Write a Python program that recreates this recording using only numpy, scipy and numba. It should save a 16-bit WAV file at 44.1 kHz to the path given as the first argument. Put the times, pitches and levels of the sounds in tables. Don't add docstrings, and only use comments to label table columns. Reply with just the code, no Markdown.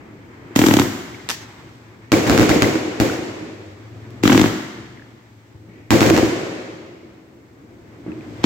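import sys
import numpy as np
from scipy import signal
from scipy.fft import rfft, irfft, next_fast_len
from scipy.io import wavfile
from scipy.ndimage import uniform_filter1d, minimum_filter1d
from numba import njit

SR = 44100
rng = np.random.default_rng(int(sys.argv[2]) if len(sys.argv) > 2 else 0)


def transcribe(u):
    v = np.clip(np.atleast_2d(u).T, -1, 1)
    q = np.round(v * 32767).astype(np.int16)
    wavfile.write(sys.argv[1], SR, q)


def gain_from_decibels(decibels):
    exponent = np.asarray(decibels, float) / 20
    return 10 ** exponent


N = 372644

VOLLEY_STARTS = [.5605, 4.2354, 8.44]
# (frequency [Hz], density [dB per Hz])
BLAST_COLOUR = [(410, -6), (700, -2), (1110, 1), (2700, -2), (3320, -9), (4210, -8), (7200, -12),
                (9730, -26), (13100, -19), (16000, -32)]
NO_THUMP_DB, TUBE_NOTE_HZ = -60, 293.5


def at(table, hz, column=1):
    table = np.array(table, float)
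    return np.interp(np.log(np.maximum(hz, 1)), np.log(table[:, 0]), table[:, column])


def bins(size):
    return np.arange(size // 2 + 1) * SR / size


def port_gain(pan_db):
    return gain_from_decibels(np.array([[pan_db], [-pan_db]]) / 2)


def noise(spectrum, shape):
    # (frequency [Hz], coherence [0-1])
    coherence = [(40, 0.6), (80, 1), (150, 0.96), (350, 0.82), (700, 0.31), (1400, 0), (16000, 0)]
    size = len(shape)
    hz = bins(size)
    mid, side = rfft(rng.standard_normal((2, size)) * shape) * gain_from_decibels(at(spectrum, hz))
    alike = np.clip(at(coherence, hz), 0, 1)
    mid, side = mid * np.sqrt(1 + alike), side * np.sqrt(1 - alike)
    x = irfft(np.array([mid + side, mid - side]), size)
    return x * np.sqrt(np.mean(shape ** 2) / np.mean(x ** 2))


def walk(rate, size):
    hold = int(SR / rate)
    steps = np.repeat(rng.standard_normal(300), hold)
    return 0.74 * uniform_filter1d(np.resize(steps, size), hold)


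def band(x, hz, width):
    return signal.lfilter(*signal.iirpeak(hz, hz / width, fs=SR), x)


def flames():
    # (time of peak [s], level [dB], swell [dB per s], fade [dB per s])
    burns = [
        (1.45, -50.5, 12, 28.5),
        (3.499, -61, 5.5, 5),
        (4.22, -62, 17, 24),
        (4.9, -70, 36, 1),
        (8.45, -51.5, 29, 50),
    ]
    t, total = np.arange(N) / SR, 0
    for s, db, swell, fade in burns:
        slope_db = np.where(t < s, swell * (s - t), fade * (t - s))
        total = total + gain_from_decibels(db - slope_db)
    return total


def night_air(flame):
    # (time [s], level [dB])
    ambience = [(0, -43.5), (.3, -44.5), (.46, -40), (.56, -37), (1.5, -46), (2.1, -45.5), (3.5, -48.5),
                (4.3, -40), (5.4, -50), (5.65, -47.5), (5.9, -43), (7.1, -49.5), (7.5, -46.5), (7.9, -44),
                (8.45, -34)]
    # (frequency [Hz], density [dB per Hz])
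    rumble_colour = [(15, -67), (25, -14), (65, -9.5), (107, -4), (170, -8.5), (335, -3.5), (401, -9.5),
                     (583, -16.5), (697, -17.5), (900, -32), (1170, -41), (1980, -120)]
    # (frequency [Hz], density [dB per Hz])
    hiss_colour = [(290, -56), (500, -19), (733, -6), (833, -0.5), (1180, -2.5), (1320, -3.5), (2160, -3.5),
                   (3430, -21.5), (6490, -31), (8000, -41), (10400, -61), (17600, -120)]
    hiss_db, thinning_db_per_s, roar_db = -7, -0.76, 4
    t, even = np.arange(N) / SR, np.ones(2 ** 19)
    air_db = np.interp(t, *np.transpose(ambience))
    rumble = noise(rumble_colour, even)[:, :N] * gain_from_decibels(air_db + 2.2 * walk(12, N))
    hiss_level = np.hypot(gain_from_decibels(air_db + hiss_db + thinning_db_per_s * t), gain_from_decibels(roar_db) * flame)
    hiss = noise(hiss_colour, even)[:, :N] * hiss_level * gain_from_decibels(2.2 * walk(31, N))
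    return rumble + hiss


def engine():
    # (time [s], level [dB])
    engine_level = [(0, -54), (.5, -51.5), (1.9, -48), (3.5, -44.5), (4.2, -36.5), (5.0, -47), (6.8, -49.5),
                    (7.4, -63), (8.45, -38)]
    phase = 2 * np.pi * np.cumsum(110 + 9 * walk(14, N) + 6 * walk(1.5, N)) / SR
    throb = 1 + .6 * np.sin(phase / 6 + 4 * walk(4, N))
    level_db = np.interp(np.arange(N) / SR, *np.transpose(engine_level))
    return np.sin(phase) * throb * gain_from_decibels(level_db + 3.4 * walk(20, N))


def fuse(flame):
    # (frequency [Hz], density [dB per Hz])
    sizzle_colour = [(1470, -29), (2500, -4.5), (3520, -3.5), (3830, -5.5), (4690, -7), (6450, -10.5),
                     (8200, -13), (9360, -33), (12300, -20.5), (16000, -28)]
    whistle_db, growth_db_per_s = -40, 30
    sizzle = noise(sizzle_colour, np.ones(2 ** 19))[:, :N] * flame * gain_from_decibels(1.0 * walk(280, N))
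    to_shot = np.arange(N) / SR - VOLLEY_STARTS[0]
    whistle = band(rng.standard_normal(N), 3080, 50)
    whistle = whistle * gain_from_decibels(whistle_db + growth_db_per_s * np.minimum(to_shot, 0)) * (to_shot < 0)
    return sizzle + whistle


def tail(spectrum, roll, rise, grain_db, rate, size):
    t, hz = np.arange(size) / SR, bins(size)
    sound = rfft(noise(spectrum, np.ones(size)))
    clumps, out = walk(rate, size), 0
    for centre in 31.25 * 2 ** np.arange(10):
        share = np.clip(1 - abs(np.log2(np.maximum(hz, 1) / centre)), 0, 1)
        early, late, late_db = (at(roll, centre, column=c) for c in (1, 2, 3))
        decay = np.sqrt(gain_from_decibels(-120 * t / early) + gain_from_decibels(2 * late_db - 120 * t / late))
        build = 1 - np.exp(-t / rise * max(centre / 400, 1))
        grain = gain_from_decibels(grain_db * (clumps + 0.25 * walk(rate, size)))
        out = out + irfft(sound * share, size) * decay * build * grain
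    return out


def bangs(events, colour, echoes, roll, crack_s, lag_s, ring_s, boom_db, spit_db,
          dip_s=0., shock_db=-3, shock_s=0.00033, rise_s=.0001):
    aimed_away = [.6162, .639, .7101, .7887, .817, 2.266, 2.325, 4.2542, 6.029, 8.1184, 8.2082, 4.297,
                  4.3005, 4.3195, 4.3478, 4.4403, 4.4585]
    away_hz, away_share = 3900, .35
    crack_width, crack_crest, even_colour, echo_spread = .85, 1.55, .6, .03
    size, lead = 2 ** 12, 2 ** 9
    t = (np.arange(size) - lead) / SR
    after = np.maximum(t, 0)
    front = (t >= 0) * (np.exp(-(after / crack_s) ** 2) + .15 * np.exp(-after / (4 * crack_s)))
    front = front * (1 - np.exp(-after / rise_s))
    spit = gain_from_decibels(spit_db) * np.exp(np.minimum(t, 0) / .008) * (t < 0) * (t > -.0065)

    late = np.maximum(t - lag_s, 0)
    ring = np.exp(-late / ring_s) + 0.098 * np.exp(-late / (4 * ring_s))
    ring = ring * (1 - np.exp(-(late / (.0003 + .72 * dip_s)) ** 2))
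    boom = np.sin(2 * np.pi * 105 * late + np.array([[.85], [-.7]]))
    boom = boom * np.exp(-late / .009) * (1 - np.exp(-late / .003))

    even = gain_from_decibels(at(colour, bins(size)))
    shock = np.roll(irfft(even, size), lead + int(shock_s * SR))
    shock = gain_from_decibels(shock_db) * shock / shock.max()
    gate = np.minimum(np.exp(np.minimum(t, 0) / .0002) + gain_from_decibels(spit_db + 22), 1)
    paths, feed = np.zeros((1 + len(echoes), 2, N + SR)), np.zeros((1, N))
    for s, crack_db, thump_db, hz, pan_db, tail_db in events:
        crack = noise(colour, (front + spit) * gain_from_decibels(0.21 * walk(3000, size)))
        tone = rfft(crack)
        levelling = (even / uniform_filter1d(abs(tone), size=31)) ** even_colour
        crack = irfft(tone * levelling, size) * np.exp(-after / (5 * crack_s))
        mid = crack.mean(axis=0)
        crack = mid + crack_width * (crack - mid)
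        crack = crack * np.sqrt(np.sum(front ** 2) / np.sum(mid ** 2)) / crack_crest
        crack = (crack + shock) * gate
        if s in aimed_away:
            crack = away_share * crack + signal.lfilter(*signal.butter(3, away_hz, fs=SR), crack)
        thump = np.sin(2 * np.pi * hz * (late - dip_s)) * ring + gain_from_decibels(boom_db) * boom
        bang = gain_from_decibels(crack_db - 2.0) * crack + gain_from_decibels(thump_db + 3) * thump
        stretch = 1 + echo_spread * rng.standard_normal()
        for path, delay in zip(paths, [0] + [row[0] for row in echoes]):
            i = int((s + delay * stretch) * SR) - lead
            path[:, i:i + size] += bang * port_gain(pan_db)
        feed[0, int(s * SR)] = gain_from_decibels(tail_db)
    out = paths[0, :, :N] + signal.fftconvolve(feed, roll, axes=1)[:, :N]
    for path, (delay, hz, width, db) in zip(paths[1:], echoes):
        out = out + gain_from_decibels(db) * band(band(path[:, :N], hz, width), hz, 2 * width)
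    return out, feed


def thump_note(hz):
    return hz + 20 * rng.standard_normal()


def sky_pan():
    return -0.5 + 4 * rng.standard_normal()


def far_reverberation():
    # (frequency [Hz], density [dB per Hz])
    far_colour = [(24, -43), (40, -14), (227, 3), (271, -8), (314, 9.5), (493, -17), (979, -24),
                  (2600, -33), (3000, -41), (3900, -69.5), (6600, -120)]
    # (frequency [Hz], early t60 [s], late t60 [s], late share [dB])
    far_decay = [(100, 0.27, 0.89, -8.5), (1000, 0.073, 1, -2)]
    return tail(far_colour, far_decay, rise=0.0087, grain_db=0.0, rate=19, size=2 ** 16)


def far_bangs(roll):
    # (time [s], thump [dB], thump note [Hz], tail [dB])
    distant = [(0.507, -34, 350, -45), (2.755, -12, 327, -28.5), (2.879, -20, 294, -42),
               (3.19, -19.5, 334, -31), (3.41, -31, 320, -30), (5.547, -31.5, 105, -54),
               (5.686, -38, 206, -46), (6.322, -14.5, 357, -45), (6.433, -20.5, 343, -44),
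               (7.031, -38, 350, -43), (8.063, -26, 336, -25.5), (8.085, -29, 283, -47),
               (8.105, -33, 300, -35), (8.158, -43, 319, -37), (8.307, -36, 318, -53),
               (5.9418, -12, 334, -34), (5.957, -12.5, 320, -41), (5.968, -21, 315, -28),
               (6.037, -18, 320, -45), (6.107, 1, 332, -49), (6.137, -9.5, 273, -47),
               (6.275, -19, 278, -52), (2.408, -17, 346, -45), (2.562, -7, 302, -47),
               (2.654, -17, 315, -42), (2.71, -26, 301, -45), (6.2291, -6.5, 329, -45),
               (6.151, -13, 315, -45), (6.184, -11, 325, -45), (2.1275, -13, 310, -47),
               (2.2983, -9, 333, -47), (2.313, -14, 300, -47), (2.328, -12, 290, -47),
               (2.386, -15, 319, -47), (2.525, -12, 310, -49), (2.629, -9.5, 320, -47),
               (5.9142, -11, 315, -47), (6.016, -10, 310, -47), (6.071, -14, 320, -47)]
    far_crack_db = -35
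    rows = [(s, thump + far_crack_db, thump, hz, sky_pan(), wash) for s, thump, hz, wash in distant]
    return bangs(rows, BLAST_COLOUR, [], roll, crack_s=0.0018, lag_s=0.00053, ring_s=0.01,
                 boom_db=-19.0, spit_db=-14)[0]


def stray_cracks(roll):
    # (time [s], crack [dB], left minus right [dB])
    stray_events = [(2.3145, -15, 0), (2.3855, -14, 0), (2.42, -16, 0), (2.4305, -13, 0), (2.545, -18, 0),
                    (4.372, -17, 0), (4.434, -15, 0), (5.9435, -15, 0), (6.024, -14, 0), (6.116, -15, 0),
                    (8.1184, -38, 0), (8.2082, -38, 2), (8.4335, -28, 0)]
    rows = [(s, crack, NO_THUMP_DB, TUBE_NOTE_HZ, pan, crack - 40) for s, crack, pan in stray_events]
    return bangs(rows, BLAST_COLOUR, [], roll, crack_s=.0015, lag_s=.001, ring_s=.003,
                 boom_db=-9, spit_db=-60)[0]


def pings():
    # (time [s], peak [dB], pitch [Hz], left minus right [dB])
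    ribbed_returns = [(1.1453, -31, 2240, 6), (1.2012, -36, 2100, 6), (2.139, -16, 2250, -4),
                      (2.5051, -25, 2150, 0), (2.5155, -14.5, 2010, 9), (2.6436, -15.5, 2070, 10),
                      (3.0976, -20, 1440, 4), (4.9095, -45, 1640, 0), (4.9734, -42, 2000, 0),
                      (4.9955, -39, 1700, 0), (5.021, -37, 1730, 0), (8.1184, -41, 2580, -2),
                      (8.2082, -41, 2490, 2)]
    t, out = np.arange(2 ** 10) / SR, np.zeros((2, N))
    for s, db, hz, pan_db in ribbed_returns:
        blip = np.sin(2 * np.pi * hz * t) * t / 0.0011 * np.exp(1 - t / 0.0013)
        i = int(s * SR)
        out[:, i:i + len(t)] += blip * gain_from_decibels(db - 1.0) * port_gain(pan_db)
    return out


def near_reverberation():
    # (frequency [Hz], density [dB per Hz])
    near_colour = [(180, -14), (300, 6), (856, 1), (1560, -1), (1690, 12.5), (1970, 6), (6300, -1),
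                   (10000, -21.5), (16000, -24)]
    # (frequency [Hz], early t60 [s], late t60 [s], late share [dB])
    near_decay = [(300, 0.18, 0.11, -6), (3000, 0.2, 0.46, -4.5), (14100, 0.098, 0.28, 14)]
    return tail(near_colour, near_decay, rise=0.0013, grain_db=4, rate=106, size=2 ** 15)


def hill_echo(feed, roll):
    delay = int(1.452 * SR)
    smear = roll * np.minimum(np.arange(2 ** 15) / (0.012 * SR), 1)
    hill = signal.fftconvolve(np.pad(feed, ((0, 0), (delay, 0))), smear, axes=1)
    return gain_from_decibels(-29) * band(hill[:, :N], 2150, 410)


def star_snaps(roll):
    # (time [s], crack [dB], left minus right [dB], tail [dB])
    snap_events = [
        (1.2893, -10, -4, -31),
        (1.2967, -15, 6, -35),
        (1.3012, -11, -7, -35),
        (1.306, -11, 7, -33),
        (1.3134, -14, 3, -34),
        (4.1057, -39, 3, -62),
    ]
    # (frequency [Hz], density [dB per Hz])
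    snap_colour = [(200, -8), (800, 0), (1800, 0), (6500, -3), (9700, -15.5), (13000, -13), (16000, -56)]
    rows = [(s, crack, NO_THUMP_DB, TUBE_NOTE_HZ, pan, wash) for s, crack, pan, wash in snap_events]
    return bangs(rows, snap_colour, [], roll, crack_s=.001, lag_s=.001, ring_s=.003, boom_db=-9,
                 spit_db=-60, shock_db=3, shock_s=.0001, rise_s=.00003)[0]


def shell_bursts():
    # (time [s], crack [dB], thump [dB], tail [dB])
    burst_events = [(2.1185, -3, -6, -10.5), (2.266, -13, -11, -15), (2.2968, -1, -3.5, -14),
                    (2.325, -14, -12, -17), (2.377, 0, -4, -14), (2.3955, -11, -9, -18),
                    (2.412, -10, -8, -18), (2.4925, -6, -6, -12), (2.6212, -2, -4, -14),
                    (3.0, -7, -4.5, -14), (5.9057, -3, -4, -10), (5.9323, -12, -8, -17),
                    (6.0066, -3, -4, -12), (6.029, -8, -9, -17), (6.063, -8, -8, -16), (6.1, -4, -7, -15),
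                    (6.1643, -9, -8, -21), (6.177, -8, -8, -22), (6.2275, -24, -12, -27)]
    # (delay [s], centre [Hz], width [Hz], level [dB])
    burst_reflections = [(.0089, 450, 1400, 1), (.0089, 4500, 7000, -6), (.0185, 400, 1000, -4),
                         (.031, 320, 600, -8), (.053, 330, 900, -8), (.135, 700, 1500, -14)]
    # (frequency [Hz], density [dB per Hz])
    burst_colour = [(18, -80), (30, -48), (93, -6.5), (199, -8.5), (328, 0), (404, -6.5), (512, -9.5),
                    (616, -14.5), (866, -23), (1500, -27), (2230, -26.5), (3100, -31.5), (7270, -36.5),
                    (9460, -52), (12600, -50), (16000, -54)]
    # (frequency [Hz], early t60 [s], late t60 [s], late share [dB])
    burst_decay = [(40, 0.48, 2.74, -20), (294, 0.44, 1.89, -10), (1550, 0.69, 1.804, 1),
                   (6160, 0.37, 1.71, -3), (14600, 1, 0.48, 11)]
    roll = gain_from_decibels(2.0) * tail(burst_colour, burst_decay, rise=.02, grain_db=1.0, rate=45, size=2 ** 17)
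    rows = [(s, crack, thump, thump_note(279), sky_pan(), wash) for s, crack, thump, wash in burst_events]
    return bangs(rows, BLAST_COLOUR, burst_reflections, roll, crack_s=.002, lag_s=.0009, ring_s=.0025,
                 boom_db=-6, spit_db=-55, shock_db=-2, shock_s=.0017, rise_s=.0003)[0]


def lift_charges():
    # (time [s], crack [dB], thump [dB], left minus right [dB])
    lift_events = [(.5605, -7, -6, -2), (.5906, -6, -6, 1), (.6162, -7, -5, 0), (.639, -7, -4.5, -1),
                   (.6628, -8, -15, 0), (.666, -7, -6, 3), (.685, -8, -5.5, 2), (.7101, -4, -4, 1),
                   (.7384, -5, -7, -1), (.768, -7, -6, -3), (.7887, -7, -14, 3), (.7966, -6, -6, -3),
                   (.817, -12, -15, 3), (4.2354, -7, -5, 2), (4.2542, -8, -6, -2), (4.2767, -4, -6, 3),
                   (4.297, -7, -8, -2), (4.3005, -8, -9, 4), (4.3195, -7, -11, -1), (4.3283, -5, -5.5, -2),
                   (4.3478, -9, -9, 3), (4.3545, -18, -5.5, -2), (4.3764, -4, -5.5, -1),
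                   (4.3953, -7, -6, 3), (4.4143, -6, -5, 1), (4.4403, -10, -5.5, 1), (4.4585, -12, -11, -2),
                   (8.4406, -5, -6, 1)]
    # (frequency [Hz], density [dB per Hz])
    muzzle_colour = [(400, -6), (560, -2.5), (800, 2.5), (2000, -3), (3400, -4.5), (4600, -10),
                     (7200, -9.5), (9700, -25.5), (13000, -16.5), (16000, -37)]
    # (delay [s], centre [Hz], width [Hz], level [dB])
    ground_reflection = [(.0027, 2800, 2400, -6)]
    # (frequency [Hz], density [dB per Hz])
    lift_colour = [(18, -79), (30, -14), (100, -1.5), (150, -4.5), (215, -4), (336, -3.5), (450, -15),
                   (554, -19), (800, -20), (2170, -21), (2610, -28), (3140, -25.5), (4080, -30),
                   (7270, -29.5), (9460, -43), (14000, -34), (16000, -39)]
    # (frequency [Hz], early t60 [s], late t60 [s], late share [dB])
    lift_decay = [(40, 0.27, 2, -41), (303, 0.38, 1.13, -10.5), (1510, 0.059, 1.27, -8),
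                  (2300, 0.16, 1.45, -10.5), (5870, 0.21, 1.16, -7.5), (13800, 0.19, 0.74, -10.5)]
    volley_treble = [2, -4, -13]
    tube_db, tail_db, sag_db_per_s = 6.5, -16.5, -25.5
    roll = gain_from_decibels(5.5) * tail(lift_colour, lift_decay, rise=.022, grain_db=0.0, rate=98.0, size=2 ** 17)
    rows = []
    for s, crack, thump, pan in lift_events:
        since_start = min(s - start for start in VOLLEY_STARTS if start <= s)
        wash = tail_db + sag_db_per_s * since_start
        rows.append((s, crack, thump + tube_db, thump_note(TUBE_NOTE_HZ), pan, wash))
    lifts, feed = bangs(rows, muzzle_colour, ground_reflection, roll, crack_s=.0023, lag_s=.0013,
                        ring_s=.0036, boom_db=-17, spit_db=-19, dip_s=.0017)
    volley = np.searchsorted(VOLLEY_STARTS[1:], np.arange(N) / SR + .05)
    treble = signal.filtfilt(*signal.butter(2, 6700, "high", fs=SR), lifts)
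    return lifts + (gain_from_decibels(np.array(volley_treble))[volley] - 1) * treble, feed


def scene():
    flame = flames()
    night = night_air(flame) + engine() + fuse(flame)
    far_roll, near_roll = far_reverberation(), near_reverberation()
    lifts, feed = lift_charges()
    loud = lifts + shell_bursts() + star_snaps(near_roll) + far_bangs(far_roll) + stray_cracks(far_roll)
    loud = signal.lfilter(*signal.butter(2, 60, "high", fs=SR), loud)
    return loud + hill_echo(feed, near_roll) + pings() + night


@njit
def limiter(x, top, release):
    gain, e = np.empty(len(x)), 0.
    for i in range(len(x)):
        e = max(x[i], e * release)
        gain[i] = top / max(e, top)
    return gain


def top_cut(x):
    return signal.sosfilt(signal.butter(12, 16990, fs=SR, output="sos"), x)


def record(dry):
    # (frequency [Hz], left minus right [dB])
    port_lean = [(60, -4.5), (110, 3), (200, 2), (380, 0), (700, 2), (1290, 1.5), (2380, 0), (4400, 0),
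                 (8120, -1.5), (15000, 6.5)]
    # (frequency [Hz], density [dB per Hz])
    mic_hiss = [(2350, -44), (4000, -6.5), (6740, -3.5), (8360, -5), (9440, -20), (12500, -8), (16000, -10)]
    size = next_fast_len(N)
    lean = at(port_lean, bins(size)) / 2
    x = irfft(rfft(dry, size) * gain_from_decibels(np.array([lean, -lean])), size)[:, :N]
    x = x + gain_from_decibels(-68) * noise(mic_hiss, np.ones(size))[:, :N]
    x = signal.sosfilt(signal.butter(3, 55, "high", fs=SR, output="sos"), x)
    x = signal.sosfilt(signal.ellip(8, .2, 52, 15900, fs=SR, output="sos"), x)
    ahead = -minimum_filter1d(-abs(x).max(axis=0), size=65)
    gain = limiter(ahead, 1., np.exp(-1 / (0.037 * SR)))
    x = x * uniform_filter1d(gain, size=33)
    return top_cut(np.clip(x, -1, 1))


dry = scene()
out = record(dry)
transcribe(out)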